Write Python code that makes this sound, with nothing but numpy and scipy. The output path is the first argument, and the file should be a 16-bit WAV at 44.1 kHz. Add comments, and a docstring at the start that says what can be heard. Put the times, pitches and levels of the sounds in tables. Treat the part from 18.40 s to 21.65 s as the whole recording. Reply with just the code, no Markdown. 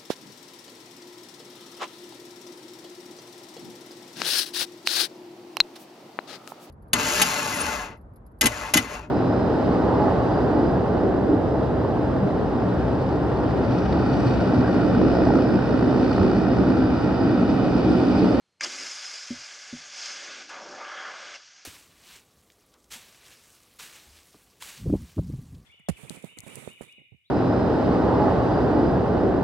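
"""Outdoors, close to the valve of a steel gas cylinder.
The seal sings faintly, cracks open and spits, and the jet hisses on, duller as the pressure sinks.
Two soft handling thumps sound on the way. A finger cuts into the jet and the gas rushes over the skin,
then a cupped hand turns the hiss into a hollow roar and pulls away."""
import sys
import numpy as np
from scipy import signal
from scipy.fft import rfft, irfft
from scipy.io import wavfile
from scipy.ndimage import uniform_filter1d

SR = 44100
rng = np.random.default_rng(int(sys.argv[2]) if len(sys.argv) > 2 else 0)


def digitize_waveform(pressure):
    """Quantize a signal to 16-bit integers and store it at the path in sys.argv[1].

    Rows of a 2-D input are taken as channels; values are limited to [-1, 1].
    """
    field = np.atleast_2d(pressure).T
    bounded = np.clip(field, -1, 1)
    quanta = np.round(bounded * 32767).astype(np.int16)
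    wavfile.write(sys.argv[1], SR, quanta)


N = 143325
FRAME, HOP = 512, 128
T, FULL_HZ = np.arange(N) / SR, np.fft.rfftfreq(N, 1 / SR)
FRAME_T, FRAME_HZ = np.arange(N // HOP + 5)[:, None] * HOP / SR, np.fft.rfftfreq(FRAME, 1 / SR)
OPEN_S, OPEN_RISE_S = 0.205, 0.012
PATCH_DB, JET_FLICKER_DB, HAND_FLUTTER_DB = 1.05, 0.83, 0.82  # depths of the turbulence

# Tone of the outdoor bed. Each row: frequency in Hz, relative level in dB.
AIR_TONE = [(25, -10), (110, 11), (600, 2.5), (4000, -1), (7500, -6.5), (12000, -19)]
# Spurts of gas. Each row: start, rise, hold and decay in seconds, level in dB, treble share in dB.
SPURTS = [(.196, 0.0028, 0.0071, 0.0038, -59.5, -3), (0.227, 0.0095, 0.0133, 0.0012, -37.5, 8.5),
          (2.091, 0.0022, 0.0048, 0.0062, -48, 4.5), (2.937, 0.008, 0.016, 0.0034, -46.5, -5)]
# Body and sizzle of a spurt. Each row: frequency in Hz, relative level in dB.
SPURT_BODY_TONE = [(200, -18), (650, 5), (1500, -2.5), (2900, 14.5), (3900, -51), (8000, -61)]
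SPURT_TREBLE_TONE = [(1000, -35), (3900, -21), (4900, 1), (6300, -7.5), (7600, -18.5), (12000, -38.5)]
# Fader rides for the free jet, the rush over the fingers and the buffeting on the skin.
# Each row: time in seconds, level in dB.
JET_RIDE = [(.30, -39.5), (.45, -37), (.70, -38.5), (.85, -42), (1.2, -45), (1.51, -46), (1.59, -38.5),
            (1.66, -37), (1.80, -42), (2.07, -49.5), (2.925, -50.5), (2.945, -48), (2.963, -47),
            (2.974, -53), (3.25, -54.5)]
RUSH_RIDE = [(.21, -39), (.26, -34), (.285, -46), (.45, -44.5), (.58, -48.5), (1.5, -52.5), (1.59, -49),
             (1.85, -43), (2.02, -44), (2.075, -57), (2.105, -46), (2.25, -56), (2.70, -49), (2.8, -44.5),
             (2.925, -44.5), (2.96, -44.5), (2.972, -51.5), (3.08, -65)]
BUFFET_RIDE = [(.21, -60), (.268, -47.5), (.295, -56.5), (.44, -56.5), (.6, -80), (1.45, -73), (1.9, -60.5),
               (2.07, -62), (2.33, -51.5), (2.53, -68.5), (2.9, -67.5), (2.98, -82)]
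# Tone of those three layers. Each row: frequency in Hz, relative level in dB.
JET_TONE = [(100, -67), (300, -36), (550, -19.5), (950, -9.5), (2500, -4), (3900, -6), (4700, -0.5),
            (6400, -1), (7300, -5), (8000, -14), (10100, -23), (12000, -30)]
RUSH_TONE = [(30, -27), (100, -25), (280, -10.5), (600, 1.5), (950, -2.5), (1500, 7), (4000, 1.5),
             (6500, -4.5), (9000, -21), (12000, -101)]
BUFFET_TONE = [(25, -28), (150, -16.5), (260, 0), (380, 0.5), (600, -13), (1500, -70)]
# The jet's treble roll-off. Each row: time in seconds, loss in dB per octave.
JET_ROLLOFF = [(.3, 0), (1.35, 6), (1.68, 8.5), (2.2, 21)]
# Edge tone of the nozzle. Each row: time in seconds, lift over the hiss in dB, width in Hz.
EDGE_TONE = [(.28, 3.5, 270), (.45, 10.5, 270), (.70, 11.5, 260), (.82, 8, 270), (1.45, 0.5, 300),
             (1.65, 3.5, 794), (1.85, 1, 300)]
# Peaks and dips from the valve, the dome and the wall. 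Each row: centre in Hz, width in Hz, gain in dB.
SURFACE_EQ = [(574, 80, 5.5), (752, 50, 4.5), (1000, 90, -3.5), (1192, 60, 3.5), (1465, 60, 3),
              (1640, 220, 4), (1890, 150, -5), (2100, 300, 3), (3366, 70, 3), (3860, 220, -3.5),
              (4400, 170, -3.5), (4645, 70, 3.5), (6560, 110, 3)]
# Resonances of the valve. Each row: centre in Hz, width in Hz, relative level in dB.
VALVE_RING = [(1640, 370, -4), (2340, 200, 7), (5080, 260, -11), (6160, 1340, -8.5)]
# Handling knocks. Each row: start in seconds, level in dB, boost of the low modes in dB.
KNOCKS = [(0.905, -25, 1.5), (1.3279, -30, 11.5)]
# Ring of a knock. Each row: pitch in Hz, relative level in dB, time to fall 60 dB in seconds.
KNOCK_MODES = [(154, -19, 0.12), (246, 4.5, 0.099), (275, -23, 0.29), (322, -11, 0.093),
               (410, -17.5, 0.087), (571, -19.5, 0.23)]
# Dull tail of a knock. Each row: frequency in Hz, relative level in dB.
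RUMBLE_TONE = [(25, 6), (55, -9), (105, 13), (270, -1), (900, -36)]
# The jet caught in the hollow of the hand.
# Each row: time in seconds, level in dB, resonance in Hz, lift of the second resonance in dB.
CUP_MOVES = [(2.10, -42.5, 1100, 11), (2.18, -41.5, 1110, 4), (2.205, -45, 910, -1), (2.30, -46, 584, 12),
             (2.38, -42.5, 780, 8), (2.46, -41, 1360, 7), (2.60, -38, 1420, 15), (2.712, -39, 1300, 7),
             (2.728, -45, 1190, 6), (2.95, -50, 1470, 19)]
# Stereo spread of the gas. Each row: frequency in Hz, side level against the centre in dB.
SIDE_TONE = [(250, -86), (620, -25), (1300, -15.5), (2200, -83.5), (4450, -14), (5600, -45), (11000, -16)]


def amp(db):
    """Decibels to gain."""
    return 10 ** (np.asarray(db) / 20)


def unit(x):
    """Scales to rms 1."""
    return x / np.sqrt(np.mean(x ** 2) + 1e-20)


def curve(rows, t, column=1):
    """Glides along one column of a time table."""
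    rows = np.array(rows)
    return np.interp(t, rows[:, 0], rows[:, column])


def tone_db(tone, hz):
    """Reads a tone table on a log-frequency axis."""
    points_hz, db = np.transpose(tone)
    return np.interp(np.log(hz + 1), np.log(points_hz), db)


def bell(centre, width, hz=FRAME_HZ):
    """An EQ bell of height 1."""
    return 2 ** -((2 * (hz - centre) / width) ** 2)


def equalise(x, gain):
    """Applies one gain per frequency."""
    return irfft(rfft(x) * gain, N)


def noise(tone):
    """Steady noise of rms 1 with the given tone."""
    return unit(equalise(rng.standard_normal(N), amp(tone_db(tone, FULL_HZ))))


def lumps(frames, bins):
    """Smooth random field of rms 1 over time and frequency."""
    field = rng.standard_normal((len(FRAME_T), len(FRAME_HZ)))
    field = uniform_filter1d(field, frames, 0)
    return unit(uniform_filter1d(field, bins, 1, mode="wrap"))


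def nearby_surfaces(x):
    """The valve, dome and wall colour the gas noise; the result has rms 1."""
    eq_db = sum(db * bell(centre, width, FULL_HZ) for centre, width, db in SURFACE_EQ)
    return unit(equalise(x, amp(eq_db)))


def turbulence(shape_db, flicker_db):
    """Churning noise of rms 1: a given spectrum with drifting patches and a broad flicker."""
    gain = amp(shape_db)
    gain = gain / np.sqrt(np.mean(gain ** 2, -1, keepdims=True))
    gain = gain * amp(PATCH_DB * lumps(frames=12, bins=8) + flicker_db * lumps(frames=4, bins=120))
    white = rng.standard_normal((len(FRAME_T) - 1) * HOP)
    spectra = signal.stft(white, nperseg=FRAME, noverlap=FRAME - HOP)[2]
    shaped = signal.istft(spectra * gain.T, nperseg=FRAME, noverlap=FRAME - HOP)[1]
    return nearby_surfaces(shaped[:N])


def outdoor_air():
    """A faint, steady bed of open air."""
    return amp(-76) * noise(AIR_TONE)


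def leak():
    """Gas sings thinly through the seal until the valve opens."""
    band = bell(centre=4230, width=160, hz=FULL_HZ)
    return amp(-86) * unit(equalise(rng.standard_normal(N), band)) * (T < OPEN_S)


def spurts():
    """Gas spits as the valve opens and as the hand's edge enters and leaves the jet."""
    body, treble, out = noise(SPURT_BODY_TONE), noise(SPURT_TREBLE_TONE), np.zeros(N)
    for start, rise, hold, decay, db, treble_db in SPURTS:
        t = T - start
        envelope = np.clip(t / rise, 0, 1) * np.exp(-np.maximum(t - rise - hold, 0) / decay)
        out += amp(db) * envelope * (body + amp(treble_db) * treble)
    return out


def jet(rolloff_hz=6060, whistle_hz=5080):
    """The hiss dulls as pressure sinks and the hand shades it; the finger broadens its fuzzy whistle."""
    tilt_db = -curve(JET_ROLLOFF, FRAME_T) * np.log2(np.maximum(FRAME_HZ / rolloff_hz, 1))
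    whistle_width = curve(EDGE_TONE, FRAME_T, column=2)
    whistle_db = curve(EDGE_TONE, FRAME_T) * bell(whistle_hz, whistle_width)
    hiss = turbulence(tone_db(JET_TONE, FRAME_HZ) + tilt_db + whistle_db, JET_FLICKER_DB)
    return amp(curve(JET_RIDE, T)) * hiss


def fingers():
    """The jet breaks on the fingers in a lower, broader rush with deep buffeting."""
    rush = amp(curve(RUSH_RIDE, T)) * turbulence(tone_db(RUSH_TONE, FRAME_HZ), HAND_FLUTTER_DB)
    buffet = amp(curve(BUFFET_RIDE, T)) * noise(BUFFET_TONE)
    return rush + buffet


def crack(start_s=0.2085, rise_s=0.00074, decay_s=0.004, tail_s=0.013):
    """The seal lets go: a sharp puff rings the valve and dies away in a short tail."""
    t = np.maximum(T - start_s, 0)
    ring = sum(amp(db) / (1 + (2 * (FULL_HZ - hz) / width) ** 2) for hz, width, db in VALVE_RING)
    puff = unit(equalise(rng.standard_normal(N), ring))
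    envelope = np.exp(-(t / decay_s) ** 2) + amp(-9) * np.exp(-t / tail_s)
    return amp(-24) * np.minimum(t / rise_s, 1) * envelope * puff


def thumps():
    """Soft knocks, each with a quick rebound, ring a few damped low modes and leave a short rumble."""
    rise_s, rebound_s, rebound_db, low_hz = 0.0046, 0.01306, -14.5, 200
    tail_db, tail_rise_s, tail_t60_s = -23.5, 0.02, 0.32
    out, rumble = np.zeros(N), noise(RUMBLE_TONE)
    for start, level_db, low_db in KNOCKS:
        for delay, blow_db in ((0, 0), (rebound_s, rebound_db)):
            t = np.maximum(T - start - delay, 0)
            attack = amp(level_db + blow_db) * np.minimum(t / rise_s, 1)
            for hz, db, t60 in KNOCK_MODES:
                decay = amp(db + low_db * (hz < low_hz) - 60 * t / t60)
                out -= attack * decay * np.sin(2 * np.pi * hz * t)
        t = np.maximum(T - start, 0)
        out += amp(level_db + tail_db - 60 * t / tail_t60_s) * np.minimum(t / tail_rise_s, 1) * rumble
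    return out


def cupped_hand(q=1.7, upper_ratio=2.31, low_cut_hz=288, high_cut_hz=1760, fade_s=0.0098):
    """The jet excites the hollow of the hand, whose pitch falls as it closes and rises as it lifts."""
    pitch = curve(CUP_MOVES, FRAME_T, column=2)
    ratio = (FRAME_HZ + 1) / pitch
    boom_db = 2 * bell(centre=543, width=170)  # air between palm and dome
    upper_db = curve(CUP_MOVES, FRAME_T, column=3) * bell(upper_ratio * pitch, width=740)
    resonance_loss = 1 + (q * (ratio - 1 / ratio)) ** 2
    band_loss = (1 + (FRAME_HZ / high_cut_hz) ** 4) * (1 + (low_cut_hz / (FRAME_HZ + 20)) ** 4)
    roar = turbulence(boom_db + upper_db - 10 * np.log10(resonance_loss * band_loss), HAND_FLUTTER_DB)
    start, end = CUP_MOVES[0][0], CUP_MOVES[-1][0]
    fade = np.clip(np.minimum(T - start, end - T) / fade_s + 1, 0, 1)
    return fade * amp(curve(CUP_MOVES, T)) * roar


def gas():
    """Submix of the flow; the sustained layers come in as the valve opens."""
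    valve_open = np.clip((T - OPEN_S) / OPEN_RISE_S, 0, 1)
    return valve_open * (jet() + fingers() + cupped_hand()) + crack() + spurts() + leak()


def scene():
    """Everything sits in the centre; scattered gas noise adds a little width."""
    mid = gas() + thumps() + outdoor_air()
    side = equalise(gas(), amp(tone_db(SIDE_TONE, FULL_HZ)))
    return np.array([mid + side, mid - side])


def record(dry):
    """A steep high cut takes the very top off the mix."""
    high_cut = signal.firwin(511, cutoff=12050, window=("kaiser", 9), fs=SR)
    return signal.oaconvolve(dry, high_cut[None], "same")


dry = scene()
out = record(dry)
digitize_waveform(out)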